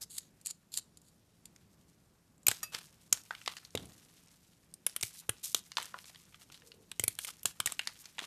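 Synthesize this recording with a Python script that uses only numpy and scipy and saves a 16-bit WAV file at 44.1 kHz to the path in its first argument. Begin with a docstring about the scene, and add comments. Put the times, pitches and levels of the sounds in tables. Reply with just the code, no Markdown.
"""Over a low room hum, a thin hiss and a trickle of crumbs (filtered noise and random grains), a small
knife first skims a dry, crumbly block: grit scrapes and pours, and nicks excite the blade's resonances.
Chips then fall and ring as they knock on the table; the crust cracks in bursts of micro-fractures, the
hand jolts, and a chip clinks on metal as decaying sines. Later the blade is buried, the table
shudders once, cracks and chips go on, and a faint fluttering tone passes, sagging in pitch."""
import sys
import numpy as np
from scipy import signal
from scipy.io import wavfile
from scipy.ndimage import uniform_filter1d

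SR = 44100
rng = np.random.default_rng(int(sys.argv[2]) if len(sys.argv) > 2 else 0)


def field_ratio(decibels):
    """Amplitude ratio for a level in dB (20 dB per decade); scalars and array-likes work."""
    return 10 ** (np.asarray(decibels, dtype=float) / 20)


def unload_audio(sound):
    """Save the sound as a 16-bit wav file, at the path given as the first command line argument."""
    columns = np.transpose(np.atleast_2d(sound))
    # keep every value between -1 and 1, then stretch to whole-number steps
    steps = np.round(np.clip(columns, -1, 1) * 32767)
    wavfile.write(sys.argv[1], SR, steps.astype(np.int16))


N = 364266

# Crust fractures; ring is relative to the snap: start_s, snap_peak_db, snap_hz, block_ring_db
CRACKS = [(2.4668, -7.5, 13300, -11.5), (2.4827, -7.5, 7300, -2.5), (2.5137, -23.5, 7400, 5),
          (2.7464, -35.5, 4900, 14.5), (3.1263, -7, 7000, -10.5), (3.7518, -29.5, 6960, 8.5),
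          (4.7393, -32.5, 8800, -20.5), (4.8649, -9.5, 10350, -11.5), (4.9627, -19.5, 9600, -3.5),
          (5.0105, -27.5, 8200, -4), (5.0272, -17.5, 6530, -7), (5.032, -18.5, 8750, -4),
          (5.2931, -14, 9400, -3.5), (5.5457, -12.5, 6150, 3), (5.827, -31, 7930, -2),
          (6.9153, -30, 8200, 4), (6.9959, -17.5, 7400, -5), (7.0383, -12, 10000, -9),
          (7.0794, -10.5, 9700, -9.5), (7.1881, -25, 8600, 0), (7.2473, -27, 9300, -1),
          (7.4315, -28, 11900, -11), (7.456, -13, 7150, 0), (7.6012, -19.5, 7740, 5),
          (7.6592, -16.5, 7300, -4.5), (7.6711, -21.5, 8100, -1.5), (7.7205, -24.5, 7750, -2)]
# The free blade nicks the crust while it skims: start_s, snap_peak_db
NICKS = [(0.1824, -22.5), (0.4126, -45.5), (0.4596, -26.5), (0.4683, -23.5), (0.5075, -29), (0.7395, -26),
         (0.7733, -18), (0.7855, -27), (0.972, -41), (1.0161, -51), (1.4551, -36), (2.379, -56),
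         (2.4314, -49.5)]
# Chips landing on the table: start_s, ring_peak_db, ring_hz
CHIPS = [(1.562, -43.5, 4070), (2.786, -33, 6600), (3.308, -23.5, 1500), (3.35, -34, 2300),
         (3.415, -37.5, 2470), (3.461, -28, 3770), (3.477, -16.5, 2060), (3.568, -32, 3170),
         (3.65, -36, 4150), (3.775, -23.5, 2370), (3.856, -39, 6200), (3.921, -45, 4550),
         (4.896, -37.5, 9400), (5.718, -32, 3170), (5.77, -16.5, 2030), (5.783, -23.5, 1780),
         (5.856, -32.5, 8040), (5.942, -28.5, 1004), (5.988, -35, 3360), (6.043, -40.5, 2540),
         (6.056, -40.5, 6950), (6.098, -44, 1300), (6.147, -42, 2840), (6.158, -40.5, 3470),
         (6.325, -53, 2130), (6.344, -39.5, 2170), (6.5, -45.5, 1440), (6.522, -42, 4040),
         (6.544, -41, 3980), (6.62, -46, 1970), (6.651, -55, 4600), (6.718, -39.5, 2750),
         (7.286, -36, 1360), (7.51, -44, 4020), (7.793, -19, 2820), (7.817, -45, 7160), (7.859, -49, 1510),
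         (7.873, -20, 3200), (7.893, -43, 1600), (8.043, -46, 3500), (8.056, -34, 4500),
         (8.183, -26.5, 1680), (8.191, -23, 2240), (8.219, -43, 446), (8.24, -33.5, 2000)]
# Jolts as the block gives way: start_s, swing_db
JOLTS = [(2.481, -31.5), (3.124, -40), (5.032, -36.5), (5.291, -31), (5.545, -47), (6.996, -33.5),
         (7.036, -34), (7.078, -36), (7.453, -39), (7.599, -40.5), (7.661, -42)]
# Scraping grit, written as swelling to its end; dull is relative: start_s, length_s, end_level_db, dull_db
GRINDS = [(0.095, 0.093, -43.5, -22), (0.447, 0.064, -43, -18), (0.717, 0.075, -41.5, -17),
          (1.03, 0.066, -66, -15), (5.13, 0.077, -48, -35), (6.39, 0.046, -60.5, 0),
          (7.19, 0.064, -44.5, -17), (8.2, 0.05, -60.5, 10)]
# Crumbs pour out after a slip or break; dull is relative: start_s, length_s, start_level_db, dull_db
POURS = [(0.008, 0.031, -40, -13), (0.2, 0.093, -59.5, -8), (2.49, 0.11, -43, -1.5),
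         (2.72, 0.13, -54.5, 13.5), (3.13, 0.086, -49.5, 1.2), (4.87, 0.05, -56, -12),
         (5.035, 0.073, -42, -30), (5.43, 0.1, -34.5, -18), (5.555, 0.04, -43, -10),
         (5.77, 0.15, -58.5, 19), (6.515, 0.08, -61, 7.5), (7.0, 0.034, -51, -22), (7.085, 0.061, -56, -25),
         (7.265, 0.045, -42, -4), (7.46, 0.055, -43.5, -8), (7.66, 0.097, -47, 3.5)]
# Resonances of the block, nominal: pitch_hz, width_hz, level_db
BLOCK_MODES = [(1360, 720, -14), (2130, 250, -6.5), (3280, 1580, -5)]
# Resonances of the blade, nominal: pitch_hz, width_hz, level_db
BLADE_MODES = [(4650, 700, -1.5), (6630, 450, 5), (7750, 970, -5.5), (12000, 2100, -2.5)]
# Resonances of a chip, nominal: pitch_ratio (times ring_hz), width_ratio (of mode pitch), level_db
CHIP_MODES = [(0.549, 0.26, -9.5), (1, 0.15, 1.5), (1.5, .2, -7), (2.2, 0.18, -6.5)]
# Modes of the thin metal, relative levels: pitch_hz, level_db, decay_t60_s
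METAL_MODES = [(1250, -7, 0.063), (1850, -7.5, 0.046), (2610, -14.5, 0.35), (4820, -8.5, 0.11),
               (5700, -3.5, 0.069), (6820, 2, 0.048), (8370, 2, 0.041), (9970, -6.5, 0.065),
               (11800, 0, 0.055)]
# Crumb sizes, large to fine, relative levels: pitch_hz, level_db
CRUMB_SIZES = [(1300, -9), (3000, -4), (6500, 0), (11500, -4)]
# Spectrum of the room air, relative density: frequency_hz, density_db
AIR_SPECTRUM = [(25, -37), (65, -7), (127, -13.5), (161, -9), (300, -17.5), (579, -25.5), (3180, -38),
                (5560, -36), (14500, -41)]

AIR_DB = -68
HUM_HZ, HUM_WANDER_HZ, HUM_DB = 166.3, 4, -76.5
TONE_START_S, TONE_END_S, TONE_DB = 6.61, 6.87, -69
TONE_HZ, TONE_SAG_HZ_PER_S, TONE_FLUTTER_HZ = 456, 200, 28  # pitch at mid-tone
BURIED_S = 2.7  # from here the blade sits deep in the block and its modes are left out
GRIND_DB_PER_S, POUR_DB_PER_S = 136, -190
NICK_HZ, NICK_BLOCK_DB = 7300, -19  # a nick hardly moves the block
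LIGHT_TICK_DB, HEAVY_TICK_DB = -8, -32  # light chips tick brightly, heavy ones land blunt
CLINK_S, CLINK_DB = 2.63, -24
KNOCK_DB = 1.5  # relative to the swing of a jolt
RUMBLE_S, RUMBLE_DB, RUMBLE_T60_S, RUMBLE_KNOCK_DB = 3.75, -46, 0.63, -21
# Every crack and chip sheds fine crumbs that trickle on; louder ones shed a little more
CRACK_SHED_DB, CHIP_SHED_DB, SHED_DB_PER_DB = -56, -51, 0.5
SHED_RISE_S, SHED_T60_S, REST_DB = 0.03, 1.87, -78.5
THUMP_SHED_DB, THUMP_SHED_T60_S = -62.5, 4.35  # the heavy landing shakes crumbs loose for longer


def evened(x):
    """Normalization of power: scales to rms 1."""
    return x / np.sqrt(np.mean(x ** 2) + 1e-20)


def peaked(x):
    """Normalization of amplitude: scales to peak 1."""
    return x / (abs(x).max() + 1e-12)


def add(mix, s, sound):
    """Superposition: adds a sound into the mix, in place, from time s."""
    part = mix[max(round(s * SR), 0):][:len(sound)]
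    part += sound[:len(part)]


def resonate(x, hz, width):
    """Simple resonance: a two-pole filter of gain 1 at its peak."""
    b, a = signal.iirpeak(min(hz, 0.45 * SR), max(hz / width, 0.3), SR)
    return signal.lfilter(b, a, x)


def through(x, modes, spread_db=0., wander=0.):
    """Modal superposition: each contact excites the modes unevenly and shifts them a little."""
    lift, shift = rng.standard_normal((2, len(modes)))
    total = 0
    for k, (hz, width, db) in enumerate(modes):
        mode = resonate(x, hz * np.exp(wander * shift[k]), width)
        total = total + (-1) ** k * field_ratio(db + spread_db * lift[k]) * mode
    return total


def fractures(size, per_s, spread_db):
    """Random impulses: tiny breaks at random moments, of random sign, a few much larger."""
    chance, sign, big = rng.random(size), rng.standard_normal(size), rng.exponential(1, size)
    return (chance < per_s / SR) * sign * field_ratio(spread_db * np.minimum(big, 4))


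def clumped(size, per_s, clump_db, span):
    """Modulated random impulses: smoothed noise (span in samples) gathers grains in uneven clumps."""
    clumps = evened(uniform_filter1d(rng.standard_normal(size), round(span)))
    return fractures(size, per_s, 0.72) * field_ratio(clump_db * clumps)


def bright(drive, s, hz=9500, focus_db=-23.0):
    """Contact radiation: a wide treble snap, with the blade's modes while it is still free."""
    high = signal.butter(2, 3800, "high", fs=SR, output="sos")
    wide = signal.sosfilt(high, resonate(drive, 6840, 10000))
    blade = (s < BURIED_S) * 2.4 * through(drive, BLADE_MODES, 3.0, 0.04)
    focus = evened(resonate(drive, hz, 1200))
    return evened(wide + blade) + field_ratio(focus_db) * focus


def air():
    """Shaped random noise: room rumble and hiss follow a set spectrum that swells slowly."""
    frames, hz = N // 256 + 5, np.fft.rfftfreq(1024, 1 / SR)
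    real, imaginary = rng.standard_normal((2, frames, 513)).transpose(0, 2, 1)
    table_hz, table_db = np.transpose(AIR_SPECTRUM)
    slow = uniform_filter1d(rng.standard_normal((513, frames)), 30, axis=1)
    swell = evened(uniform_filter1d(slow, 40, axis=0))
    level_db = np.interp(np.log(hz + 1), np.log(table_hz), table_db)[:, None] + 1.3 * swell
    spectrum = (real + 1j * imaginary) * field_ratio(level_db)
    noise = signal.istft(spectrum, nperseg=1024, noverlap=768)[1][:N]
    return field_ratio(AIR_DB) * evened(noise)


def hum():
    """Frequency modulation: smoothed noise makes the pitch of a low sine waver."""
    wander = evened(uniform_filter1d(rng.standard_normal(N), 9000))
    cycles = np.cumsum(HUM_HZ + HUM_WANDER_HZ * wander) / SR
    return field_ratio(HUM_DB) * evened(np.sin(2 * np.pi * cycles))


def shedding():
    """Addition of powers: each blow sets fine crumbs moving, and they drain away."""
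    t = np.arange(2 * SR) / SR
    rise = 1 - np.exp(-t / SHED_RISE_S)
    power = np.full(N, field_ratio(REST_DB) ** 2)
    for table, shed_db in ((CRACKS, CRACK_SHED_DB), (CHIPS, CHIP_SHED_DB)):
        for s, db, *_ in table:
            level_db = shed_db + SHED_DB_PER_DB * db - 60 * t / SHED_T60_S
            add(power, s, (rise * field_ratio(level_db)) ** 2)
    add(power, RUMBLE_S, (rise * field_ratio(THUMP_SHED_DB - 60 * t / THUMP_SHED_T60_S)) ** 2)
    return np.sqrt(power)


def trickle():
    """Granular excitation: crumbs of each size patter in swells; ticks grow as more crumbs move."""
    level = shedding()
    patter = 0
    for hz, db in CRUMB_SIZES:
        grains = clumped(N, 2500, 4.5, 1000)
        patter = patter + field_ratio(db) * evened(resonate(grains, hz, 0.9 * hz))
    hit = np.exp(-np.arange(300) / 40) * rng.standard_normal(300)
    ticks = 0
    for hz, _ in CRUMB_SIZES:
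        tap = signal.oaconvolve(fractures(N, 12, 2.0), hit)[:N]
        ticks = ticks + resonate(resonate(tap, hz, hz), hz, hz)
    return level * (evened(patter) + np.sqrt(level / field_ratio(-49.5)) * evened(ticks))


def room(x, t60=0.22, dull_hz=6000):
    """Reverberation: sparse reflections of random sign die away; the walls dull the treble."""
    t = np.arange(SR // 2) / SR
    taps = fractures(len(t), 2500, 0.) * field_ratio(-60 * t / t60) * (t > 0.004)
    b, a = signal.butter(1, dull_hz, fs=SR)
    tail = signal.lfilter(b, a, taps)
    return signal.oaconvolve(x, tail / np.linalg.norm(tail))[:N]


def grit(s, end, start_db, end_db, dull_db):
    """Granular friction: dense grains sound bright at the edge and duller through the block."""
    t = np.arange(0, end - s + 0.025, 1 / SR)
    grains = clumped(len(t), 11000, 3.3, 110)
    lumps = clumped(len(t), 2500, 4.6, 110)  # coarser, sparser breaks
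    dull = evened(0.5 * resonate(lumps, 2000, 4000) + through(lumps, BLOCK_MODES, 3.2, 0.11))
    level_db = np.interp(t, [0, end - s, t[-1]], [start_db, end_db, end_db - 51.0])
    shape = np.minimum(t / 0.0083, 1) * field_ratio(level_db)
    return shape * (evened(bright(grains, s)) + field_ratio(dull_db) * dull)


def pour(s, length, db, dull_db):
    """Granular flow under a falling envelope: grit that fades from its start."""
    return grit(s, s + length, db, db + POUR_DB_PER_S * length, dull_db)


def grind(s, length, db, dull_db):
    """Granular friction under a rising envelope: scraping grit, written as swelling to its end."""
    return grit(s, s + length, db - GRIND_DB_PER_S * length, db, dull_db)


def crack(s, db, hz, block_db):
    """Brittle fracture: a run of micro-fractures snaps, rings the block and crumbles away."""
    t = np.arange(5000) / SR
    u = t / 0.0013
    burst = u * np.exp(-1.3 * u)  # swells to a sharp peak, then thins out
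    crumble = field_ratio(-18.0 - 60 * t / 0.039)
    drive = fractures(len(t), 18000, 1.57) * (burst + crumble)
    block = through(drive, BLOCK_MODES, 3.9, 0.08) + 0.1 * resonate(drive, 470, 830)
    snap = peaked(bright(drive, s, hz, 3.5))
    return field_ratio(db) * (snap + field_ratio(block_db) * peaked(block))


def nick(s, db):
    """Slight brittle fracture: a crack with a fixed snap pitch and a weak block ring."""
    return crack(s, db, NICK_HZ, NICK_BLOCK_DB)


def chip(s, db, hz):
    """Impact excitation: one blow rings the chip's modes; heavy ones rattle on through them."""
    t = np.arange(6000) / SR
    heavy = np.clip((db + 64) / 30, 0.15, 1)  # louder landings count as heavier
    hit = fractures(len(t), 9000, 2.03) * np.exp(-t / 0.0022)
    hit[0] = 2.6
    rattle = clumped(len(t), 1500, 4.7, 140) * field_ratio(-11.5 - 60 * t / (0.18 * heavy))
    drive = hit + rattle
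    modes = [(ratio * hz, share * ratio * hz, gain_db) for ratio, share, gain_db in CHIP_MODES]
    ring = through(drive, modes, 4.3, 0.04) + 0.27 * drive
    b, a = signal.butter(2, min(3.76 * hz, 12000), fs=SR)  # a blunt contact makes little treble
    ring = signal.lfilter(b, a, resonate(ring, hz, 2.24 * hz))
    tick_db = LIGHT_TICK_DB + heavy * (HEAVY_TICK_DB - LIGHT_TICK_DB)
    return field_ratio(db) * (peaked(ring) + field_ratio(tick_db) * peaked(bright(hit, s)))


def knock(t):
    """Damped vibration: a short dull knock at a random low pitch."""
    wave = np.cos(2 * np.pi * rng.uniform(350, 450) * t)
    return wave * np.minimum(t / 0.0006, 1) * field_ratio(-60 * t / 0.016)


def jolt(s, db):
    """Damped oscillation: a short knock with a lower swing of the hand."""
    t = np.arange(4000) / SR
    swing = np.cos(2 * np.pi * 110 * t) * np.minimum(t / 0.0051, 1) * field_ratio(-60 * t / 0.058)
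    return field_ratio(db) * (field_ratio(KNOCK_DB) * knock(t) + swing)


def clink():
    """Free modal decay: a chip strikes thin metal and rattles while the modes ring out."""
    t = np.arange(9000) / SR
    drive = fractures(len(t), 9000, 1.6) * np.exp(-t / 0.013)
    rings = 0
    for hz, db, t60 in METAL_MODES:
        rings = rings + field_ratio(db - 60 * t / t60) * np.sin(2 * np.pi * (hz * t + rng.random()))
    ringing = peaked(rings * np.minimum(t / 0.0019, 1))
    return field_ratio(CLINK_DB) * (ringing + 0.68 * peaked(resonate(drive, 4700, 16000)))


def rumble():
    """Low-frequency resonance: the table knocks, then shudders unevenly after a heavy landing."""
    t = np.arange(SR // 2) / SR
    low = resonate(resonate(clumped(len(t), 3000, 1.9, 550), 95, 180), 190, 360)
    shudder = field_ratio(RUMBLE_DB - 60 * t / RUMBLE_T60_S) * evened(low)
    return shudder + field_ratio(RUMBLE_KNOCK_DB) * knock(t)


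def tone():
    """Amplitude modulation: narrow noise flutters a faint sine whose pitch sags."""
    t = np.arange(N) / SR
    middle = (TONE_START_S + TONE_END_S) / 2
    cycles = np.cumsum(TONE_HZ - TONE_SAG_HZ_PER_S * (t - middle)) / SR
    flutter = evened(resonate(rng.standard_normal(N), TONE_FLUTTER_HZ, TONE_FLUTTER_HZ))
    fade = np.clip(np.minimum(t - TONE_START_S, TONE_END_S - t) / 0.035, 0, 1)
    return field_ratio(TONE_DB) * np.sin(2 * np.pi * cycles) * (1 + 0.85 * flutter) * fade


def scene():
    """Superposition of sources: close contacts, a little reverberation, and the air under all."""
    near = trickle()
    events = ((POURS, pour), (GRINDS, grind), (NICKS, nick), (CHIPS, chip), (CRACKS, crack), (JOLTS, jolt))
    for table, source in events:
        for row in table:
            add(near, row[0], source(*row))
    add(near, CLINK_S, clink())
    add(near, RUMBLE_S, rumble())
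    return (near + field_ratio(-23.5) * room(near) + air() + hum() + tone())[None]


def top_cut(x):
    """Nothing passes above the cut-off."""
    return signal.sosfilt(signal.butter(12, 14980, fs=SR, output="sos"), x)


def record(dry):
    """Band limitation: the microphone loses the deepest bass and ends steeply in the high treble."""
    b, a = signal.butter(2, 34, "high", fs=SR)
    light = signal.lfilter(b, a, dry)
    edge = signal.firwin(201, 14000, window=("kaiser", 7), fs=SR)
    mix = signal.oaconvolve(light, edge[None], "same")
    return top_cut(mix)


dry = scene()
out = record(dry)
unload_audio(out)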